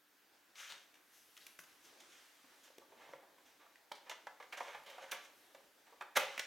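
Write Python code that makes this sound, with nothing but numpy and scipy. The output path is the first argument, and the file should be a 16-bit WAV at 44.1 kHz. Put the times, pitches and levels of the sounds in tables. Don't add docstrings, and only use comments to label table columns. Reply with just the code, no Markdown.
import sys
import numpy as np
from scipy import signal
from scipy.fft import rfft, irfft, next_fast_len
from scipy.io import wavfile
from scipy.ndimage import uniform_filter1d, map_coordinates

SR = 44100
rng = np.random.default_rng(int(sys.argv[2]) if len(sys.argv) > 2 else 0)


def file_out(sig):
    cols = np.atleast_2d(sig).T
    lim = np.clip(cols, -1, 1)
    pcm = np.round(lim * 32767).astype(np.int16)
    wavfile.write(sys.argv[1], SR, pcm)


N = 284886

# centre_hz, bandwidth_hz, gain_db
CASE_MODES = [(405, 110, -10.5), (537, 78, 2), (769, 197, -0.5), (950, 125, 2), (1174, 80, 0)]
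SHELL_MODES = [(1300, 280, 0.5), (1740, 253, 2.5), (2133, 178, 2), (2500, 177, -3)]
EDGE_MODES = [(2850, 660, 0.5), (3310, 130, 5.5), (3500, 490, -1.5)]
SHUTTER_MODES = [(5480, 1900, 2.5), (6310, 1670, 4.5), (8860, 2300, -9.5)]
HISS_MODES = [(10800, 2200, 0), (13600, 710, 3), (15300, 2900, -9.5)]
# gain_db. A touch's hardness favours one, from 0 (case) to 4 (hiss).
PART_DB = [0.53, -0.81, -1.05, -0.0033, 1]
# time_s, gain_db
CASE_COUPLING = [(0.5, -7), (2.2, -8), (2.6, 2.5), (4.45, 0), (4.7, -2.5), (5.05, 0.5), (5.15, 2), (6.3, 1),
                 (6.37, -7.5)]
# start_s, rise_s, t60_s, level_db, hardness, pitch_hz, ring_over_rattle_db
IMPACTS = [(0.555, 0.00092, 0.041, -66, 1.5, 3160, 10.5), (0.688, 0.014, 0.16, -64.5, -0.5, 3500, 12),
           (0.7212, 0.00056, 0.019, -51, 0, 3290, 7), (0.941, .001, .031, -68.5, 2.5, 2380, 6.5),
           (0.953, 0.0011, 0.032, -66, 2, 2050, 2), (1.041, 0.0011, .02, -79, 5, 5600, -10),
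           (1.367, 0.00074, 0.026, -67.5, 4, 2860, 14.5), (1.374, 0.0025, 0.019, -54, 2, 2050, -22),
           (1.384, 0.031, 0.46, -73.5, 2, 3970, 8), (1.465, 0.0026, 0.02, -55.5, 3.5, 2650, 6),
           (1.475, .001, 0.013, -72, 7, 6500, 3), (1.589, 0.0022, .025, -56, 3, 1920, 8.5),
           (1.634, 0.0047, 0.035, -63.5, 2.5, 1740, -1), (2.002, 0.0022, 0.046, -59.5, 2.5, 3180, -8),
           (2.441, 0.0022, 0.044, -62, -0.5, 260, 2), (2.677, 0.00091, 0.024, -65, 1.5, 3220, -15),
           (2.52, 0.0019, 0.023, -70, -2, 328, 8), (2.702, 0.0018, 0.025, -66, -1.5, 480, 9.5),
           (2.782, 0.001, 0.014, -57.5, 2.5, 445, 12), (2.92, 0.00092, 0.086, -60, -0.4, 410, -3),
           (3.09, .0027, 0.028, -61, -2, 730, 5), (3.134, 0.0011, 0.019, -47, 0, 568, 1),
           (3.376, 0.0099, 0.08, -71.5, 1.3, 980, 3.5), (3.663, 0.0028, 0.033, -68.5, -2, 1116, 7.5),
           (3.757, 0.00068, 0.013, -65.5, 1.7, 1920, 12.5), (3.915, 0.0018, 0.04, -48.5, 0.1, 940, 8),
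           (3.917, 0.003, 0.023, -56, 0.5, 3540, 12.5), (3.95, .0034, 0.18, -72, -0.5, 3755, 11),
           (4.05, 0.024, 0.35, -62.5, 0.64, 912, -12), (4.095, 0.00072, 0.065, -46, 1.95, 943, -5),
           (4.109, 0.0023, 0.08, -46.5, 1, 2010, -16), (4.269, 0.00073, 0.039, -46.5, 0.5, 820, 3.5),
           (4.4, 0.001, 0.084, -51.5, 0.37, 773, -1), (4.424, 0.002, 0.085, -56, 0.75, 2100, -10),
           (4.523, 0.0039, 0.1, -47.5, 0.6, 2076, 2), (4.571, 0.0025, 0.13, -50, 1.57, 685, -1),
           (4.602, .0033, 0.068, -39, -0.36, 953, -3.5), (4.66, 0.024, 0.15, -55.5, 0.7, 573, 4.5),
           (4.744, 0.0044, 0.045, -44, 0, 797, -3), (4.836, .001, .018, -68, 4, 3200, -13),
           (4.858, 0.0071, 0.34, -60, 0.1, 3000, 2.5), (4.87, 0.035, 0.18, -67, 2, 548, 9),
           (4.896, 0.0055, 0.052, -62.5, 2.5, 2066, 8), (4.98, 0.0026, 0.054, -51.5, -0.1, 698, 4),
           (5.004, 0.027, 0.1, -61, 1.6, 566, 7), (5.036, 0.0063, .03, -53, -4, 2030, -1),
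           (5.113, 0.0059, 0.01, -39.5, 2.5, 6680, -13.5), (5.117, 0.0063, .11, -47, 1.07, 2108, 4.5),
           (5.119, 0.0029, 0.088, -54, 9, 1602, 6), (5.142, .002, 0.092, -58, -1, 775, -12),
           (5.245, 0.0046, .12, -62, 1.8, 2380, -5), (5.545, 0.0041, 0.045, -58, 1.2, 532, 6),
           (5.6, 0.0042, 0.027, -64.5, -7, 506, -4), (5.919, 0.0076, 0.1, -64, -1.2, 480, 2.5),
           (6.009, 0.0022, 0.031, -43, 0.52, 803, 1), (6.019, 0.0035, 0.029, -52, -0.5, 1555, 7.5),
           (6.153, 0.02, 0.035, -29, 1.34, 1775, -3), (6.158, 0.014, 0.045, -38.5, 4, 474, -6),
           (6.19, 0.01, 0.32, -55, 0, 2484, 14), (6.378, .0006, 0.022, -54, 1.2, 2146, 20),
           (6.392, 0.0035, 0.026, -34, 1.5, 2140, -4.5)]
# time_s, level_db, hardness
SLIDE_STROKES = [
    [(0.555, -64, 1.9), (0.601, -54.5, 1.9), (0.67, -58, 1.83), (0.74, -58.5, 1.14), (0.8, -70, 1.9),
     (0.9, -88, 3.6)],
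    [(2.97, -69.5, 0.92), (3.12, -66.5, 0.99), (3.35, -92, 0.66)],
    [(4.53, -60, -1), (4.624, -61.5, 1.64), (4.734, -58, 0.7), (4.82, -70.5, 0.7), (4.936, -64.5, 1),
     (5.104, -64, 0.86), (5.25, -69, 2.5), (5.33, -80, -4)],
    [(6.22, -70, 2.1), (6.33, -56.5, 1.2), (6.46, -60, 1.4)],
]
# start_s, rise_s, t60_s, level_db, hardness
FINGER_STROKES = [(1.1, 0.052, 0.8, -70, 3), (1.591, 0.011, 0.11, -62.5, 4),
                  (1.83, 0.022, 0.29, -66.5, 2.5), (2.08, 0.045, 0.74, -68, 2),
                  (2.62, .025, 0.24, -66.5, 2.5), (2.812, .0045, 0.085, -62.5, -8),
                  (2.995, 0.024, .26, -65, 0.5), (3.222, .006, 0.074, -63, -1), (3.44, 0.025, 0.43, -71, 2),
                  (3.59, 0.019, 0.51, -68.5, 0.6), (5.859, 0.0098, 0.29, -68.5, 1.05)]
# time_s, left_over_right_db
DISK_PATH = [(1.6, 2.5), (2.1, -2), (6.46, -2)]
# start_s, level_db, pitch_hz
FLOOR_THUDS = [(0.714, -78, 205), (1.583, -74.5, 162), (2.442, -77, 243), (3.085, -77, 175),
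               (3.137, -76, 148), (4.6, -69, 245), (5.12, -72, 256), (6.16, -50.5, 246), (6.165, -66, 161),
               (6.2, -84, 60)]
# time_s, rustle_db, swish_db, rumble_db
SLEEVE_MOTION = [(0.0, -74.5, -93, -79), (0.3, -72, -93, -74), (0.92, -70.5, -78, -74),
                 (1.13, -71.5, -68.5, -76.5), (1.48, -69, -63, -75.5), (1.89, -65.5, -72, -67.5),
                 (2.03, -63, -87, -67), (2.25, -65, -68.5, -73.5), (2.81, -68.5, -76.5, -71),
                 (3.11, -72, -77, -66), (3.69, -70, -77, -75.5), (4.1, -71, -93, -70),
                 (4.62, -68, -68.5, -72), (5.25, -68.5, -75, -72), (5.4, -68, -66, -69),
                 (5.63, -70.5, -74.5, -71), (6.1, -71.5, -84, -73.5), (6.46, -72, -80, -69)]
# frequency_hz, density_db
RUSTLE_SPECTRUM = [(410, -47), (700, -27), (894, -18), (1020, -1), (1430, -2), (2810, -3), (6130, -7),
                   (10000, -14), (13000, -25), (22000, -120)]
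SWISH_SPECTRUM = [(7000, -13), (9500, -7), (12500, -3), (15000, -18.5), (17000, -12.5)]
RUMBLE_SPECTRUM = [(35, -45), (60, -18.5), (161, -15), (301, -1), (879, -3), (1000, -5), (1300, -51),
                   (2200, -120)]
AIR_SPECTRUM = [(20, -25), (60, -15), (120, -28.5), (200, -10.5), (300, -11), (480, -25), (750, -6.5),
                (1150, -11), (1560, -0.5), (2600, -15.5), (4700, -33.5), (8500, -20.5), (13500, -11.5),
                (16600, -16)]
# frequency_hz, correlation
STEREO_COHERENCE = [(30, 0.56), (70, 0.27), (130, 1), (1000, 0.69), (4000, 0.72), (9000, 0.77)]
# frequency_hz, t60_s
ROOM_DECAY = [(100, 0.38), (300, 0.6), (1000, 0.46), (4000, 0.43), (12000, 0.2)]
# pitch_hz, level_db
ELECTRIC_TONES = [(300, -89), (1550, -104), (13727, -99)]


def impacts():
    blur_hz = 7530
    t = np.arange(SR // 4) / SR
    forces, rings = np.zeros((5, N + len(t))), np.zeros(N + len(t))
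    chatter = rng.standard_normal((len(IMPACTS), 6, len(t)))
    for (start, rise, t60, db, hardness, hz, ring_db), noise in zip(IMPACTS, chatter):
        envelope = swell(t, rise, t60)
        first_blow = 0.73 * np.exp(-t / 0.00064 - rise / 0.012)
        rattle = noise[:5] * envelope + first_blow * np.sign(noise[:5])
        span = slice(round(start * SR), round(start * SR) + len(t))
        forces[:, span] += part_gains(db, hardness)[:, None] * rattle
        phase_drift = hz / blur_hz * np.cumsum(noise[5])
        rings[span] += amp(db + ring_db + 3) * envelope * np.sin(2 * np.pi * hz * t + phase_drift)
    return plastic(forces[:, :N]) + filtered(rings[:N], lambda f: (f / (f - 250j)) ** 2)


def sliding_friction():
    t, gains = np.arange(N) / SR, np.zeros((5, N))
    for stroke in SLIDE_STROKES:
        inside_s = np.minimum(t - stroke[0][0], stroke[-1][0] - t)
        gate = np.clip(inside_s / .02 + .5, 0, 1)
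        gains += part_gains(*curves(stroke)) * gate
    grains = [unit(amp(1.2 * wobble(50) + 2 * wobble(500)) * rng.standard_normal(N)) for _ in gains]
    return plastic(gains * grains)


def finger_brushes():
    t, envelopes = np.arange(SR // 2) / SR, np.zeros((5, N + SR))
    for start, rise, t60, db, hardness in FINGER_STROKES:
        stroke = part_gains(db, hardness)[:, None] * swell(t, rise, t60)
        envelopes[:, round(start * SR):][:, :len(t)] += stroke
    return plastic(envelopes[:, :N] * rng.standard_normal((5, N)))


def part_gains(db, hardness):
    distance = np.subtract.outer(np.arange(len(PART_DB)), hardness)
    loss_db = np.where(distance > 0, 3, 2.4) * distance ** 2
    level_db = db - loss_db + loss_db.min(axis=0)
    return amp(level_db.T + PART_DB).T


def plastic(forces):
    parts = (CASE_MODES, SHELL_MODES, EDGE_MODES, SHUTTER_MODES, HISS_MODES)
    couplings = (amp(curves(CASE_COUPLING)[0]), 1, 1, 1, 1)
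    return sum(filtered(force * coupling, lambda f: modal_response(modes, f))
               for force, coupling, modes in zip(forces, couplings, parts))


def modal_response(modes, f):
    response = sum((-1) ** k * amp(db) * 1j * f * width / (hz * hz - f * f + 1j * f * width)
                   for k, (hz, width, db) in enumerate(modes))
    low_hz, high_hz = .75 * modes[0][0], 1.6 * modes[-1][0]
    response *= (f / (f - 1j * low_hz) / (1 + 1j * f / high_hz)) ** 2
    return response / np.sqrt(np.mean(abs(response) ** 2))


def floor_thuds():
    rise_s, t60_cycles = 0.014, 23
    t, boards = np.arange(SR // 2) / SR, np.zeros(N + SR)
    drifts = 0.029 * np.cumsum(rng.standard_normal((len(FLOOR_THUDS), len(t))), axis=1)
    for (start, db, hz), drift in zip(FLOOR_THUDS, drifts):
        tone = np.sqrt(2) * np.sin(2 * np.pi * hz * t + drift)
        boards[round(start * SR):][:len(t)] += amp(db) * swell(t, rise_s, t60_cycles / hz) * tone
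    return filtered(boards[:N], lambda f: 1 / (1 + 1j * f / 600) ** 2)


def sleeve():
    rustle_db, swish_db, rumble_db = curves(SLEEVE_MOTION)
    flutter_db = .7 * wobble(14)
    rustle = amp(rustle_db - 1.5 + flutter_db) * stereo_noise(RUSTLE_SPECTRUM, patchy_db=1.2)
    swish = amp(swish_db - 7 + flutter_db) * stereo_noise(SWISH_SPECTRUM, patchy_db=1)
    rumble = amp(rumble_db - 3.5 + flutter_db) * stereo_noise(RUMBLE_SPECTRUM, patchy_db=1.5)
    return rustle + swish + rumble


def reverberation(x, width):
    wet, step, delay_samples = np.zeros((2, N + 2 * SR)), SR // 4, 250
    for at in range(0, N, step):
        hz, t, spectra = signal.stft(rng.standard_normal((2, SR // 2)), SR, nperseg=256)
        spread = np.array([np.ones_like(hz), width * hz / (hz + 2500)])[..., None]
        decay = amp(-60 * t / along(ROOM_DECAY, hz)[:, None])
        mid, side = signal.istft(spectra * spread * decay, SR, nperseg=256)[1]
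        tail = left_right(mid, side) / np.linalg.norm(mid)
        echoes = signal.fftconvolve(x[None, at:at + step], tail, axes=1)
        wet[:, at + delay_samples:][:, :echoes.shape[1]] += echoes
    return wet[:, :N]


def background():
    t = np.arange(N) / SR
    tones = sum(amp(db + 1.2 * wobble(8)) * np.sqrt(2) * np.sin(2 * np.pi * hz * t + wobble(10))
                for hz, db in ELECTRIC_TONES)
    return amp(-74.5) * stereo_noise(AIR_SPECTRUM, patchy_db=.7) + tones


def stereo_noise(spectrum, patchy_db):
    def mid_side_gains(hz):
        angle = np.arccos(np.clip(along(STEREO_COHERENCE, hz), -1, 1)) / 2
        return amp(along(spectrum, hz)) * [np.cos(angle), np.sin(angle)]
    spectra = signal.stft(rng.standard_normal((2, N)), nperseg=512)[2]
    patches = uniform_filter1d(uniform_filter1d(rng.standard_normal(spectra.shape[1:]), 6, 0), 10, 1)
    pair = signal.istft(spectra * amp(patchy_db * unit(patches)), nperseg=512)[1][:, :N]
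    return unit(left_right(*filtered(pair, mid_side_gains)))


def swell(t, rise, t60):
    return np.minimum(t / rise, 1) ** 1.2 * amp(-60 * np.maximum(t - rise, 0) / t60)


def amp(db):
    return 10 ** (np.asarray(db) / 20)


def unit(x):
    return x / np.sqrt(np.mean(x ** 2) + 1e-20)


def along(points, hz):
    frequencies, values = np.transpose(points)
    return np.interp(np.log(hz + 1), np.log(frequencies + 1), values)


def curves(rows):
    times, *columns = np.transpose(rows)
    return np.array([np.interp(np.arange(N) / SR, times, column) for column in columns])


def wobble(rate):
    return map_coordinates(rng.standard_normal(int(N * rate / SR) + 4), [np.arange(N) * rate / SR])


def filtered(x, response):
    size = next_fast_len(N + SR // 2)
    return irfft(rfft(x, size) * response(np.fft.rfftfreq(size, 1 / SR)), size)[..., :N]


def left_right(mid, side):
    return np.array([mid + side, mid - side])


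def scene():
    direct = impacts() + sliding_friction() + finger_brushes()
    pan = np.tanh(curves(DISK_PATH)[0] * np.log(10) / 40)
    side = filtered(direct * pan, lambda hz: hz / (hz - 600j))
    room = amp(-7) * reverberation(direct, width=0.62)
    return left_right(direct, side) + room + floor_thuds() + sleeve() + background()


def record(dry):
    narrow_above_hz, cutoff_hz = 11200, 16540
    mid = (dry[0] + dry[1]) / 2
    side = filtered((dry[0] - dry[1]) / 2, lambda hz: np.where(hz < narrow_above_hz, 1, amp(-20)))
    return filtered(left_right(mid, side), lambda hz: hz < cutoff_hz)


dry = scene()
out = record(dry)
file_out(out)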